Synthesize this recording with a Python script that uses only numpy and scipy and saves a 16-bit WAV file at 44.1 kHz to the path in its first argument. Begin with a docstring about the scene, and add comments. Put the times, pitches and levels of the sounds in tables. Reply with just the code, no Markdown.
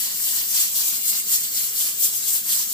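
"""A pressure cooker vents on a gas ring in a small kitchen.
From the start, turbulent noise with a fine spray of droplets surges in bright hiss past the rocking weight.
Lid and walls scatter the swinging jets, resonant noise rings the lid, and the stove hums faintly below.
Soon short spurts of noise, about four a second, ring the two resonances of the vent."""
import sys
import numpy as np
from scipy import signal
from scipy.fft import rfft, irfft, next_fast_len
from scipy.io import wavfile

SR = 44100
rng = np.random.default_rng(int(sys.argv[2]) if len(sys.argv) > 2 else 0)


def file_out(sig):
    """Save sig as 16-bit WAV at sys.argv[1]."""
    # one column per channel
    cols = np.atleast_2d(sig).T
    # limit, then scale
    lim = np.clip(cols, -1, 1)
    pcm = np.round(lim * 32767).astype(np.int16)
    wavfile.write(sys.argv[1], SR, pcm)


N = 120393

# Steam flow past the rocking weight, before each register scales its swings: start_s, level_db
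STEAM_FLOW = [(0.0, -21.5), (0.06, -23), (0.09, -26), (0.21, -23.5), (0.27, -21.5), (0.315, -22),
              (0.36, -21), (0.48, -25.5), (0.51, -21.5), (0.555, -19.5), (0.585, -19), (0.618, -19),
              (0.705, -26), (0.735, -25), (0.765, -17.5), (0.84, -22.5), (0.885, -20), (0.915, -23),
              (0.96, -22.5), (0.99, -25), (1.005, -27), (1.035, -24.5), (1.095, -17), (1.125, -23.5),
              (1.19, -22.3), (1.23, -28.8), (1.26, -28), (1.33, -17.5), (1.355, -17.5), (1.395, -25),
              (1.44, -22.5), (1.5, -28), (1.575, -20.5), (1.65, -22.5), (1.725, -27.5), (1.785, -20),
              (1.83, -20.5), (1.86, -21), (1.875, -20.5), (1.935, -28), (1.965, -27), (2.025, -19),
              (2.055, -17), (2.1, -25), (2.115, -26.5), (2.16, -21.5), (2.22, -25), (2.265, -23.5),
              (2.28, -19), (2.32, -21.5), (2.365, -19.5), (2.43, -29.5), (2.49, -20), (2.535, -17.5),
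              (2.565, -21), (2.595, -20), (2.67, -26.5), (2.725, -24.5)]
# Low rush against the hiss; only departures from its mean count, in part: start_s, level_db
LOW_RUSH = [(0.0, 1), (0.09, 1.5), (0.18, -2), (0.39, 1.5), (0.525, -2.5), (0.57, 4), (0.705, -0.3),
            (0.78, -4.5), (0.84, 0.6), (1.11, -3.5), (1.125, 4.5), (1.2, -0.5), (1.71, -3), (1.755, -3),
            (1.935, 1), (1.98, -5), (2.07, -4), (2.1, 1), (2.145, -3), (2.46, -2.9), (2.53, -2.2),
            (2.61, 1.5), (2.725, -3.5)]
# Colour of the jets, shape only: frequency_hz, density_db (relative, per Hz)
JET_COLOUR = [(300, -20), (700, -24), (1050, -19), (1500, -18), (2000, -15), (2650, -11.5), (3200, -8.5),
              (3650, -9), (4500, -5), (6200, -3.5), (7000, -0.3), (7800, 2.5), (8500, -0.9), (9600, -5.5),
              (11300, -3), (12300, 1.1), (13300, 0), (15400, -0.7)]
# How strongly each register follows the flow: frequency_hz, follow_db_per_db
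FLOW_RESPONSE = [(500, 0.9), (2000, 0.64), (4500, 1.12), (7800, 0.78), (10000, 1.42), (14000, 0.87)]
# Stereo tilt of the steam: frequency_hz, left_minus_right_db
STEREO_BALANCE = [(1000, 0), (3200, -0.6), (5600, -2), (7000, -1), (8000, -1.5), (9400, 5), (10300, 6),
                  (12300, 9), (13300, -7.5), (14500, 10)]
# Swing of the jets as the weight turns, about its mean: start_s, left_minus_right_db
JET_SWING = [(0.0, 3), (0.105, 1.5), (0.225, 3.5), (0.45, 1), (0.51, 3.5), (0.705, 0.5), (0.75, 2.5),
             (1.395, 1.5), (1.71, 2), (1.74, 3.5), (1.905, 0), (2.01, 4), (2.1, 1), (2.25, 3.8), (2.43, 1),
             (2.46, 3), (2.565, 0.1), (2.725, 3)]
# Direct sound over scattered sound: frequency_hz, ratio_db
DIRECT_RATIO = [(400, -2), (1600, 2), (2000, -15), (2550, 5), (3200, -3), (4400, -5.5), (7400, -3.5),
                (12000, -14)]
# Ringing of the lid: pitch_hz, half_width_hz, level_db (against the hiss)
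LID_RINGS = [(2862, 9.9, -30), (5950, 18, -44), (7000, 28, -21)]
# Flame noise of the burner, shape only: frequency_hz, density_db (relative, per Hz)
FLAME_COLOUR = [(20, -3), (55, 2), (80, -2), (120, -2), (220, 6.5), (330, -2.5), (450, 3), (650, -8.5),
                (1500, 0.5), (4000, -31)]
# Low drone of the burner: pitch_hz, half_width_hz, level_db (rms)
BURNER_DRONE = [(118, 9.1, -69), (179.2, 1.6, -72.5), (229, 6, -64.5), (296, 6.6, -72.5),
                (364.7, 2.9, -70.5)]
# Tones of the stove: pitch_hz, level_db (rms before waver), waver_db (signed spread)
STOVE_HUM = [(152, -63, 1.4), (207, -72, 2.5), (213.3, -65.5, 2), (472.7, -66.5, -0.1)]
# Low and high resonance of the vent: pitch_hz, half_width_hz
VENT_RESONANCES = [(3400, 560), (7700, 970)]
# Spurts as the weight lifts: peak_s, low_ring_db, high_ring_db
WEIGHT_SPURTS = [(0.367, -47, -30), (0.555, -47, -22.5), (0.612, -36, -22), (1.09, -43, -26),
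                 (1.334, -40, -21), (1.582, -38, -31), (1.815, -35.5, -30), (2.048, -39, -20),
                 (2.29, -42, -27), (2.53, -33, -31)]

CUTOFF_HZ = 15500
# Steam: _DB is a level or the spread of a drift, _HZ how fast it drifts
HISS_DB, FLUTTER_DB, FLUTTER_HZ, PATCHY_DB, PATCHY_HZ = -0.55, 0.09, 60, 1.1, 10
SPUTTER_DB, SPUTTER_HZ = 2.27, 28  # wet steam makes the low rush uneven
RUSH_BELOW_HZ, RUSH_SHARE = 4800, 0.91
SPRAY_PER_S, SPRAY_DB, SPRAY_SPREAD_DB = 510, -10, 3.5
# Space around the jets
RIGHT_LAG_S, SCATTER_T60_S, SPOT_OVERLAP = 0.0002077, 0.078, 0.77
WALL_ECHO_S, WALL_ECHO_DB = 0.001237, -19  # heard on the left
BLUR_SHARE, BLUR_ABOVE_HZ = 0.64, 6900
ROOM_DB, ROOM_T60_S = -12.5, 0.2
# Stove: side levels are relative to the middle
FLAME_DB, FLAME_SIDE_DB, DRONE_SIDE_DB = -58.5, -5.5, -25
FLAME_FLICKER_DB, FLAME_FLICKER_HZ = 1.5, 8.1
HUM_WAVER_RAD, HUM_WAVER_HZ = 0.11, 6.3
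SPURT_S = 0.018  # from peak to 1/e


def from_db(db):
    """Decibels to gain."""
    return 10 ** (np.asarray(db) / 20)


def rms_one(x):
    """Scale to unit power."""
    return x / np.sqrt(np.mean(x ** 2) + 1e-20)


def in_time(rows):
    """Draw the last column of a curve at every sample."""
    rows = np.array(rows)
    return np.interp(np.arange(N) / SR, rows[:, 0], rows[:, -1])


def at_hz(points, hz):
    """Read a table on a log-frequency axis."""
    points = np.array(points)
    return np.interp(np.log(hz + 1e-6), np.log(points[:, 0]), points[:, 1])


def filtered(x, response):
    """Apply a gain given as a function of frequency."""
    size = next_fast_len(N + SR // 4)
    hz = np.arange(size // 2 + 1) * SR / size
    return irfft(rfft(x, size) * response(hz), size)[..., :N]


def drift(hz):
    """Slow random movement with spread 1."""
    return rms_one(filtered(rng.standard_normal(N), lambda f: 1 / (1 + (f / hz) ** 2)))


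def resonant_noise(hz, half_width_hz):
    """Two unrelated noises shaped by one resonance."""
    noise = rng.standard_normal((2, N))
    return rms_one(filtered(noise, lambda f: 1 / (1 + ((f - hz) / half_width_hz) ** 2)))


def jet():
    """Turbulence as white noise, with droplets as random clicks of uneven size and sign."""
    size_db = SPRAY_SPREAD_DB * np.minimum(rng.exponential(1, N), 5)
    droplets = from_db(size_db) * rng.choice([-1, 1], N)
    spray = rms_one(droplets * (rng.random(N) < SPRAY_PER_S / SR))
    return rng.standard_normal(N) + from_db(SPRAY_DB) * spray


def echoes(x, t60):
    """Dense dying reflections, different at each ear, with unit power gain."""
    t = np.arange(SR // 8) / SR
    tail = rng.standard_normal((2, len(t))) * from_db(-60 * t / t60)
    tail /= np.sqrt(np.sum(tail ** 2, axis=1, keepdims=True))
    return signal.fftconvolve(np.atleast_2d(x), tail, axes=1)[:, :N]


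def blurred(pair):
    """Swirling steam washes the fine colour out of the treble: fresh noise replaces part of it."""
    def share(f):
        return BLUR_SHARE * f ** 4 / (f ** 4 + BLUR_ABOVE_HZ ** 4)

    wash = filtered(rng.standard_normal((2, N)), lambda f: np.sqrt(share(f)))
    return wash + filtered(pair, lambda f: np.sqrt(1 - share(f)))


def moving_jets(count=11):
    """Jets heard directly, off the wall and scattered by lid and stove; the scatter changes slowly over time."""
    # Crossfade, at constant power, through spots that each have their own jet and echoes
    place = np.linspace(0, count - 1, N)
    weights = np.array([np.exp(-((place - spot) / SPOT_OVERLAP) ** 2) for spot in range(count)])
    weights /= np.sqrt(np.sum(weights ** 2, axis=0))
    scattered = blurred(sum(weight * echoes(jet(), SCATTER_T60_S) for weight in weights))

    def late(f, seconds):
        return np.exp(-2j * np.pi * f * seconds)

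    def direct_paths(f):
        left = 1 + from_db(WALL_ECHO_DB) * late(f, WALL_ECHO_S)
        right = late(f, RIGHT_LAG_S)
        return from_db(at_hz(DIRECT_RATIO, f)) * np.array([left, right])

    direct = filtered(jet(), direct_paths)
    # Level out the power that the direct share adds
    return filtered(direct + scattered, lambda f: 1 / np.hypot(1, from_db(at_hz(DIRECT_RATIO, f))))


def lingering(gain):
    """Level of the room's wash, whose power fills up and dies away behind the source."""
    keep = from_db(-120 / (ROOM_T60_S * SR))  # power kept per sample
    power, _ = signal.lfilter([1 - keep], [1, -keep], gain ** 2, zi=[gain[0] ** 2])
    return np.sqrt(power)


def hiss(surge_db):
    """Jets and room wash in overlapping bands; each swells with the flow and flickers a little by itself."""
    def colour(f):
        low_cut = f ** 2 / (f ** 2 + 300 ** 2)
        return from_db(at_hz(JET_COLOUR, f)) * (f < CUTOFF_HZ) * low_cut

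    jets = rms_one(filtered(moving_jets(), colour))
    diffuse = rms_one(filtered(rng.standard_normal((2, N)), colour))
    rush_db = in_time(LOW_RUSH)
    rush_db = rush_db - rush_db.mean()
    out = 0
    centres = np.geomspace(500, 14500, num=12)
    for hz, share in zip(centres, np.eye(len(centres))):
        # Triangular band: full at its own centre, silent at the others
        band = np.c_[centres, share]
        near, far = filtered(np.array([jets, diffuse]), lambda f: at_hz(band, f))
        low = 1 / (1 + (hz / RUSH_BELOW_HZ) ** 4)
        level_db = at_hz(FLOW_RESPONSE, hz) * surge_db + RUSH_SHARE * low * rush_db
        gain = from_db(level_db + PATCHY_DB * drift(PATCHY_HZ))
        sputter = from_db(SPUTTER_DB * low * drift(SPUTTER_HZ))
        out = out + near * gain * sputter + far * from_db(ROOM_DB) * lingering(gain)
    return out


def lid(surge_db):
    """The jets keep the lid ringing faintly: narrow noise bands that swell with the flow."""
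    rings = sum(from_db(db) * resonant_noise(hz, width) for hz, width, db in LID_RINGS)
    return from_db(surge_db) * rings


def widen(pair, side_db):
    """Mid and side to left and right."""
    return pair[0] + from_db(side_db) * pair[1] * np.array([[1], [-1]])


def stove():
    """Soft flickering flame noise, a low drone of resonant noise and a hum of wavering sines."""
    t = np.arange(N) / SR
    flame = rms_one(filtered(rng.standard_normal((2, N)), lambda f: from_db(at_hz(FLAME_COLOUR, f))))
    flame = flame * from_db(FLAME_DB + FLAME_FLICKER_DB * drift(FLAME_FLICKER_HZ))
    drone = sum(from_db(db) * resonant_noise(hz, width) for hz, width, db in BURNER_DRONE)
    hum = 0
    for hz, db, waver_db in STOVE_HUM:
        level = from_db(db + waver_db * drift(HUM_WAVER_HZ)) * np.sqrt(2)  # rms to peak
        phase = 2 * np.pi * hz * t + HUM_WAVER_RAD * drift(HUM_WAVER_HZ)
        hum = hum + level * np.sin(phase)
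    return widen(flame, FLAME_SIDE_DB) + widen(drone, DRONE_SIDE_DB) + hum


def vent():
    """Each lift of the weight lets out a short spurt that rings the hollow of the valve."""
    t = np.arange(N) / SR
    peaks_s, *levels_db = np.transpose(WEIGHT_SPURTS)
    shapes = np.exp(-((t - peaks_s[:, None]) / SPURT_S) ** 2)
    out = 0
    for (hz, width), db in zip(VENT_RESONANCES, levels_db):
        out = out + from_db(db) @ shapes * resonant_noise(hz, width)
    return out


def scene():
    """Steam in the kitchen, swinging left and right, over the stove."""
    flow_db, swing_db = in_time(STEAM_FLOW), in_time(JET_SWING)
    surge_db = flow_db - flow_db.mean()
    sides = np.array([[.5], [-.5]])  # half of each difference to each ear
    steam_db = HISS_DB + flow_db.mean() + FLUTTER_DB * drift(FLUTTER_HZ)
    steam = (hiss(surge_db) + lid(surge_db)) * from_db(steam_db) + vent()
    steam = steam * from_db(sides * (swing_db - swing_db.mean()))
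    return filtered(steam, lambda f: from_db(sides * at_hz(STEREO_BALANCE, f))) + stove()


def record(dry):
    """Cut the top steeply."""
    return filtered(dry, lambda f: 1 / np.sqrt(1 + (f / CUTOFF_HZ) ** 400))


dry = scene()
out = record(dry)
file_out(out)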